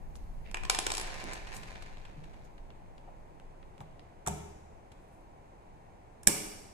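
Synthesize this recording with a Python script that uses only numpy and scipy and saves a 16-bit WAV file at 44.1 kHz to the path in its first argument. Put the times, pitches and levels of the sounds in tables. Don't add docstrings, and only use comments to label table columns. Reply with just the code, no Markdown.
import sys
import numpy as np
from scipy import signal
from scipy.fft import rfft, irfft, next_fast_len
from scipy.io import wavfile

SR = 44100
rng = np.random.default_rng(int(sys.argv[2]) if len(sys.argv) > 2 else 0)


def store_wav(level_fs):
    pcm = np.round(np.clip(np.atleast_2d(level_fs), -1, 1) * 32767)
    wavfile.write(sys.argv[1], SR, pcm.T.astype(np.int16))


N = 296793
T = np.arange(N) / SR

# frequency in Hz, level in dB.
WIRE_KNOCK = [(200, -10), (800, 4), (1400, 0.5), (2300, 0), (3800, -4), (5500, -16.5), (10000, -37.5)]


def amp(db):
    return 10 ** (np.asarray(db) / 20)


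def unit(x):
    return x / np.sqrt(np.mean(x ** 2))


def add(out, start_s, x):
    i = max(int(start_s * SR), 0)
    out[:, i:i + x.shape[1]] += x[:, :N - i]


def colour(x, points):
    n = next_fast_len(x.shape[-1], True)
    hz, db = np.transpose(points)
    gain_db = np.interp(np.log(np.fft.rfftfreq(n, 1 / SR) + 1), np.log(hz), db)
    cepstrum = irfft(np.log(amp(gain_db)), n)
    cepstrum[1:n // 2] *= 2
    cepstrum[n // 2 + 1:] = 0
    return irfft(rfft(x, n) * np.exp(rfft(cepstrum)), n)[..., :x.shape[-1]]


def hump(hz, q):
    ratio = np.geomspace(1 / 32, 32, 81)
    db = -10 * np.log10(1 + (q * (ratio - 1 / ratio)) ** 2)
    return np.transpose([hz * ratio, db * (1 + abs(np.log10(ratio)))])


def resonances(rows, blur_hz=0):
    f = np.geomspace(100, SR / 2, 600)
    power = 0
    for hz, width_hz, db in rows:
        wide_hz = width_hz + blur_hz
        power += amp(db) ** 2 * width_hz / wide_hz / (1 + ((f - hz) / wide_hz) ** 2) ** 2
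    return np.transpose([f, 10 * np.log10(power)])


def stereo_noise(n, alike, lag_samples=20, bass_hz=450):
    f = np.fft.rfftfreq(n, 1 / SR)
    right, unrelated = rfft(rng.standard_normal((2, n)))
    coherence = 1 - (1 - alike) * (1 - np.exp(-(f / bass_hz) ** 2))
    left = coherence * right + np.sqrt(1 - coherence ** 2) * unrelated
    return irfft([left * np.exp(-2j * np.pi * f * lag_samples / SR), right], n)


def contact(spectrum, length_s, alike=0.33):
    t = T[:next_fast_len(int(3 * length_s * SR) + 1024, True)]
    envelope = t * np.exp(-(t / length_s) ** 2)
    chatter = rfft(stereo_noise(len(t), alike, lag_samples=13.02) * envelope)
    flattened = irfft(chatter / (abs(chatter) + 1e-12) ** .6, len(t))
    burst = colour(flattened * (t < 3 * length_s), spectrum)
    return unit(burst) * np.sqrt(.004 * SR / len(t))


def strike(body, hardness_db, length_s, knock_db, clink_db, tick_db, tick_slope=1.31):
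    # frequency in Hz, level in dB.
    clink_spectrum = [(2000, -20.5), (4500, -5.5), (5400, -2), (6400, -6.5), (8100, -0.5), (9500, -12),
                      (14000, -31.5)]
    tick_spectrum = [(3000, -30), (7000, -12), (8500, -2), (9500, -5), (10300, 1.5), (11500, -9.5),
                     (14500, -7.5)]
    knock = amp(knock_db) * contact(body, length_s)
    clink = amp(hardness_db + clink_db) * contact(clink_spectrum, length_s)
    tick = amp(tick_slope * hardness_db + tick_db) * contact(tick_spectrum, length_s)
    return knock + clink + tick


def ring(x, modes):
    t = T[:SR]
    response = sum(amp(db) * np.exp(-np.log(1000) * t / t60_s) * np.sin(2 * np.pi * hz * t)
                   for hz, db, t60_s in modes)
    return signal.fftconvolve(x, unit(response)[None] / np.sqrt(SR), axes=1)[:, :N]


def cluster(modes, detune, count):
    return [(hz * np.exp(detune * offset), db, t60_s)
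            for hz, db, t60_s in modes for offset in rng.standard_normal(count)]


def near_wall(x, lag_s=0.0097, echo_db=-14):
    lag = int(lag_s * SR)
    return np.pad(x, ((0, 0), (0, lag))) + amp(echo_db) * np.pad(x, ((0, 0), (lag, 0)))


def reverb(x, build_s=0.0034):
    # frequency in Hz, T60 in seconds, level against the direct sound in dB.
    room_bands = [(99.5, 1, -6.5), (402, 1, 0.5), (1002, 1, -8), (2520, 0.93, -3.5), (5200, 1, -6),
                  (8240, 0.8, -10), (13950, 0.66, -7.5)]
    hz, t60_s, db = np.transpose(room_bands)
    f, t, noise = signal.stft(stereo_noise(SR, alike=.3), SR, nperseg=256)
    decay_s, wet_db = (np.interp(np.log(f + 1), np.log(hz), column)[:, None] for column in (t60_s, db))
    rate = np.log(1000) / decay_s
    tail = signal.istft(noise * amp(wet_db) * np.sqrt(2 * rate / SR) * np.exp(-rate * t), SR)[1]
    tail *= 1 - np.exp(-(T[:tail.shape[1]] / build_s) ** 2)
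    return signal.fftconvolve(x, tail, axes=1)[:, :N]


def room_air(level_db=-55.5):
    # frequency in Hz, relative spectral density in dB.
    air_spectrum = [(25, -4.5), (60, -2), (140, -4.5), (260, -9), (330, -6.5), (450, -8.5), (800, -6),
                    (1020, -10.5), (1200, -19), (2400, -24), (3100, -32.5), (5000, -38), (7700, -35.5),
                    (14000, -49.5)]
    return amp(level_db) * unit(colour(stereo_noise(N, alike=0.33, lag_samples=19.94), air_spectrum))


def table_rocking(peak_s=0.33, peak_db=-40, rest_db=-57.5, rise_db_per_s=8.5, fall_db_per_s=4.5):
    # frequency in Hz, level in dB.
    rumble_spectrum = [(10, -14.5), (22, 5.5), (32, -1), (50, -10.5), (90, -16), (200, -23.5), (600, -61)]
    rise_db = peak_db + rise_db_per_s * (T - peak_s)
    settle_db = np.maximum(peak_db - fall_db_per_s * (T - peak_s), rest_db)
    rumble = unit(colour(stereo_noise(N, alike=0.34, bass_hz=14), rumble_spectrum))
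    return amp(np.minimum(rise_db, settle_db)) * rumble


def scuffs(grain_db=4):
    # midpoint in seconds, level in dB, centre in Hz, half length in seconds.
    rubs = [(0.162, -59, 6940, 0.009), (0.482, -58, 2100, 0.031), (1.339, -47, 7100, 0.0038),
            (1.561, -50, 7800, 0.02), (2.453, -69, 6500, 0.014), (3.812, -66, 8000, 0.0085),
            (5.101, -76.5, 8940, 0.11)]
    out = np.zeros((2, N))
    for mid_s, db, hz, half_s in rubs:
        t = T[:int(6 * half_s * SR)] - 3 * half_s
        grain = amp(grain_db * np.interp(t, np.linspace(t[0], t[-1], 64), rng.standard_normal(64)))
        rub = unit(colour(stereo_noise(len(t), alike=0.28) * grain, hump(hz, q=2.2)))
        add(out, mid_s + t[0], amp(db) * rub * np.exp(-(t / half_s) ** 2))
    return out


def wire_ticks(pitch_spread=.1):
    # start in seconds, level in dB, hardness in dB, length in seconds.
    taps = [(0.154, -49, -8, .002), (0.512, -44.5, -7, 0.0027), (1.071, -47, -3, .002),
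            (1.1, -41, -13, .002), (1.141, -41.5, -7, 0.0019), (1.178, -45, -11, .004),
            (1.201, -41, -10, 0.0029), (1.239, -45.5, -1, .0023), (1.332, -41, -1.5, 0.0031),
            (1.355, -39.5, -16, .003), (1.468, -38.5, -17, 0.0078), (1.565, -46, 0.5, .003),
            (1.629, -39.5, -14, .007), (1.752, -40.5, -22, 0.0076), (1.821, -41.5, -12, 0.0051),
            (1.97, -46, -19, 0.0027), (2.05, -42, -20, 0.0056), (2.236, -47, -15.5, .007),
            (2.339, -51, -27, 0.0046), (2.578, -51.5, -23, .005), (2.703, -48.5, -26, .0025),
            (2.979, -50.5, -17, .0025), (3.398, -50, -17, .002), (3.627, -52.5, -27.5, 0.0033),
            (3.779, -51.5, -15, .002), (3.804, -46.5, -14, 0.0023), (3.993, -49.5, -19, 0.0029),
            (4.916, -50.5, -9.5, 0.0054)]
    out = np.zeros((2, N))
    for (start_s, db, hardness_db, length_s), spot in zip(taps, rng.standard_normal(len(taps))):
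        body = np.array(WIRE_KNOCK) * [np.exp(pitch_spread * spot), 1]
        tap = strike(body, hardness_db, length_s, knock_db=-5, clink_db=-0.5, tick_db=-5.5)
        add(out, start_s, amp(db) * tap)
    return out


def cage_bumps(hum_db=-25):
    # start in seconds, level in dB, centre in Hz, length in seconds, ring gain in dB.
    bumps = [(1.235, -40, 293, 0.028, -1), (1.562, -41, 116, 0.0089, -4), (2.165, -40.5, 147.8, 0.021, -9),
             (3.073, -45.5, 700.2, 0.013, -21.5), (3.797, -43, 119, 0.011, -4.5),
             (3.806, -42.5, 790, 0.0082, -18), (4.271, -45.5, 75.4, 0.024, 10.5),
             (4.274, -34.5, 180, 0.023, -5), (4.272, -27.5, 746, 0.0087, -11), (4.274, -40, 400, 0.011, 4),
             (4.261, -36, 1260, 0.0091, -6), (6.266, -35, 113, 0.0054, -21),
             (6.268, -32.5, 216, 0.006, -11.5), (6.272, -31, 310, 0.021, -0.5),
             (6.274, -39, 455, .014, 8.5), (6.275, -36.5, 880, 0.016, -7)]
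    # frequency in Hz, level in dB, T60 in seconds.
    cage_modes = [(74.3, -2, 1.93), (155.6, 2.5, 0.76), (204, 0.5, 0.61), (235.3, -12, 0.77),
                  (315.5, -3.5, 1), (367, -5.5, 0.6), (400, -1.5, 0.92), (435, -3.5, 1.2), (576, 2, 0.51),
                  (774, -1, 0.79), (910, 5, 0.56)]
    jolts, pushes = np.zeros((2, 2, N))
    for start_s, db, hz, length_s, ring_db in bumps:
        add(jolts, start_s, amp(db) * contact(hump(hz, q=4.4), length_s, alike=0.58))
        push = colour(signal.unit_impulse((1, 4096)), hump(hz, q=.6))
        add(pushes, start_s, amp(db + ring_db) * unit(push))
    neighbours = [(hz, db - 5, t60_s) for hz, db, t60_s in cluster(cage_modes, detune=0.04, count=3)]
    return jolts + amp(hum_db) * ring(pushes, cage_modes + neighbours)


def clip_snaps(walls_db=-0.43, wires_db=-14, pan_right_db=1.4):
    # start in seconds, clip index, click in dB, rim knock in dB, length in seconds.
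    snaps = [(4.263, 0, -41.5, -47.5, 0.0027), (4.269, 0, -46, -49, 0.0027),
             (4.2733, 0, -29.5, -40.5, 0.0012), (4.275, 0, -35, -45, 0.0029),
             (4.2805, 0, -37, -43.5, 0.0037), (6.231, 1, -49, -57.5, 0.0035),
             (6.2706, 1, -13.5, -27, 0.0019), (6.2721, 1, -13, -23, 0.0025), (6.2783, 1, -26, -41, 0.0023)]
    # frequency in Hz, width in Hz, level in dB.
    clip_resonances = [
        [(3400, 320, -10.5), (5800, 370, -3), (6370, 310, -6), (7200, 310, 0.5), (7960, 700, 0.5),
         (9300, 960, -8), (10300, 500, -8), (11600, 1140, -14), (13500, 1500, -16)],
        [(3130, 330, -14), (5620, 510, -4), (6130, 160, -9.5), (7100, 400, -0.5), (8040, 230, 6),
         (8800, 350, 1), (9350, 540, -5), (10100, 450, -4), (10900, 640, -5.5), (12740, 600, -10.5),
         (14200, 600, -10)],
    ]
    # frequency in Hz, level in dB.
    rim_spectrum = [(150, 5), (400, -4), (750, 1), (1000, 0), (1350, -11), (1700, 11), (2000, -5),
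                    (2340, 8.5), (2700, -6), (3100, -5), (3700, -2), (4400, -11), (12000, -58)]
    # frequency in Hz, level in dB, T60 in seconds.
    wire_modes = [(2180, 0, 0.89), (5450, 0, 0.41), (7600, 3, 0.3), (10300, -1, .35)]
    direct, diffuse = np.zeros((2, 2, N))
    pan_db = np.array([[-pan_right_db], [pan_right_db]])
    for start_s, index, click_db, knock_db, length_s in snaps:
        peaks = clip_resonances[index]
        click = amp(click_db + pan_db) * contact(resonances(peaks), length_s, alike=0.074)
        knock = amp(knock_db) * contact(rim_spectrum, length_s, alike=0.14)
        add(direct, start_s, click + knock)
        blurred_click = amp(click_db) * contact(resonances(peaks, blur_hz=500), length_s)
        dull_knock = amp(knock_db) * contact(WIRE_KNOCK, length_s)
        add(diffuse, start_s, blurred_click + dull_knock)
    wires = ring(direct, cluster(wire_modes, detune=0.065, count=24))
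    return near_wall(direct)[:, :N] + amp(wires_db) * wires + amp(walls_db) * reverb(diffuse)


def glass_ring(drive, level_db=-16):
    # frequency in Hz, level in dB, T60 in seconds.
    plate_modes = [(375, -3.5, 0.6), (780, 2, 0.19), (908, -2.5, .25), (1032, 3, 0.16), (1090, 0.5, 0.3),
                   (1240, -3, 0.17), (1845, 0, 0.1), (2435, -0.5, 0.17)]
    return amp(level_db) * ring(drive, plate_modes)


def screw_roll(peak_taps_per_s=195, db_per_doubling=45, jitter=.3, scatter_db=2, wobble_hz=6.1):
    # time in seconds, level in dB.
    swings = [(1.025, -47), (1.13, -45), (1.21, -45.5), (1.25, -47.5), (1.32, -43), (1.37, -48),
              (1.44, -55.5), (1.54, -46), (1.6, -56), (1.69, -51), (1.8, -57.5), (1.87, -56), (2.02, -62),
              (2.48, -67.5)]
    # frequency in Hz, level in dB.
    roll_spectrum = [(150, -20), (380, -1), (600, 2), (850, 3.5), (1250, -0.5), (1700, 4.5), (2400, 2.5),
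                     (3200, -8), (4200, -5), (5200, -10.5), (6300, -9.5), (8000, -14), (11000, -23.5),
                     (14000, -44)]
    times_s, levels_db = np.transpose(swings)
    out, now_s = np.zeros((2, N)), times_s[0]
    for gap, size in rng.standard_normal((400, 2)):
        if now_s < times_s[-1]:
            db = np.interp(now_s, times_s, levels_db)
            sway = 1 + 0.05 * np.sin(2 * np.pi * wobble_hz * now_s)
            tap = contact(np.array(roll_spectrum) * [sway, 1], length_s=0.00312)
            add(out, now_s, amp(db + scatter_db * size) * tap)
            slowing = 2 ** ((levels_db.max() - db) / db_per_doubling)
            now_s += np.exp(jitter * gap) / peak_taps_per_s * slowing
    return out


def screw_ring(hits, level_db=-12.5, tumble_hz=22, tumble_peak_s=0.83, tumble_db=3):
    # frequency in Hz, level in dB, T60 in seconds.
    shank_modes = [(10100, -5, 0.16), (10040, -3.5, 0.078), (10200, -5.5, 0.074)]
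    # time in seconds, gain in dB.
    freedom = [(0.66, -18.5), (0.69, -2.5), (0.75, 5), (0.8, -2), (0.87, -10), (1.0, 5)]
    drive = hits * amp(np.interp(T, *np.transpose(freedom)))
    tumble = amp(tumble_db * np.cos(2 * np.pi * tumble_hz * (T - tumble_peak_s)))
    return amp(level_db) * tumble * ring(drive, shank_modes)


def screw_bounces(tip_lag_s=.0021, tip_db=-5.5, spot_db=4.5, spot_octaves=.4, muffle_hz=2800):
    # start in seconds, level in dB, hardness in dB, pitch the spot favours in Hz.
    bounces = [(0.543, -26, -19, 2400), (0.5693, -31.5, -22, 2410), (0.634, -35, -18, 1000),
               (0.65, -33, -17, 3900), (0.697, -18, -9.5, 1550), (0.747, -26, -11, 1040),
               (0.787, -23.5, -9, 750), (0.865, -24, -10, 1540), (0.902, -28, -13.5, 2400),
               (0.917, -28.5, -8, 800), (0.937, -35, -8, 2006), (0.949, -33.5, -7, 2000),
               (0.969, -34.5, -7, 2000), (0.979, -31.5, -7.5, 1100), (0.997, -33, -12, 800),
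               (1.011, -33.5, -12, 2000)]
    # frequency in Hz, level in dB.
    glass_knock = [(100, -17), (250, -8.5), (400, 2), (630, -2), (790, 6), (1050, 3.5), (1350, 2.5),
                   (2500, 2), (3700, 0.5), (4500, -5.5), (10000, -39.5)]
    hz, glass_db = np.transpose(glass_knock)
    hits = np.zeros((2, N))
    for start_s, db, hardness_db, spot_hz in bounces:
        boost_db = spot_db * np.exp(-(np.log2(hz / spot_hz) / spot_octaves) ** 2)
        muffle_db = min(hardness_db + 10, 0) * (hz > muffle_hz)
        body = np.transpose([hz, glass_db + boost_db + muffle_db])
        for lag_s, end_db in ((0, 0), (tip_lag_s, tip_db)):
            hit = strike(body, hardness_db, length_s=.0025, knock_db=-5, clink_db=4.5, tick_db=-3)
            add(hits, start_s + lag_s, amp(db + end_db) * hit)
    return hits + screw_ring(hits)


def scene():
    screw = screw_bounces() + screw_roll()
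    near = near_wall(screw + glass_ring(screw) + wire_ticks() + cage_bumps() + scuffs())
    return near[:, :N] + reverb(near) + clip_snaps() + room_air() + table_rocking()


def record(dry):
    lowpass = signal.ellip(10, .2, 70, 14200, fs=SR, output="sos")
    return signal.sosfilt(lowpass, np.clip(dry, -1, 1))


dry = scene()
out = record(dry)
store_wav(out)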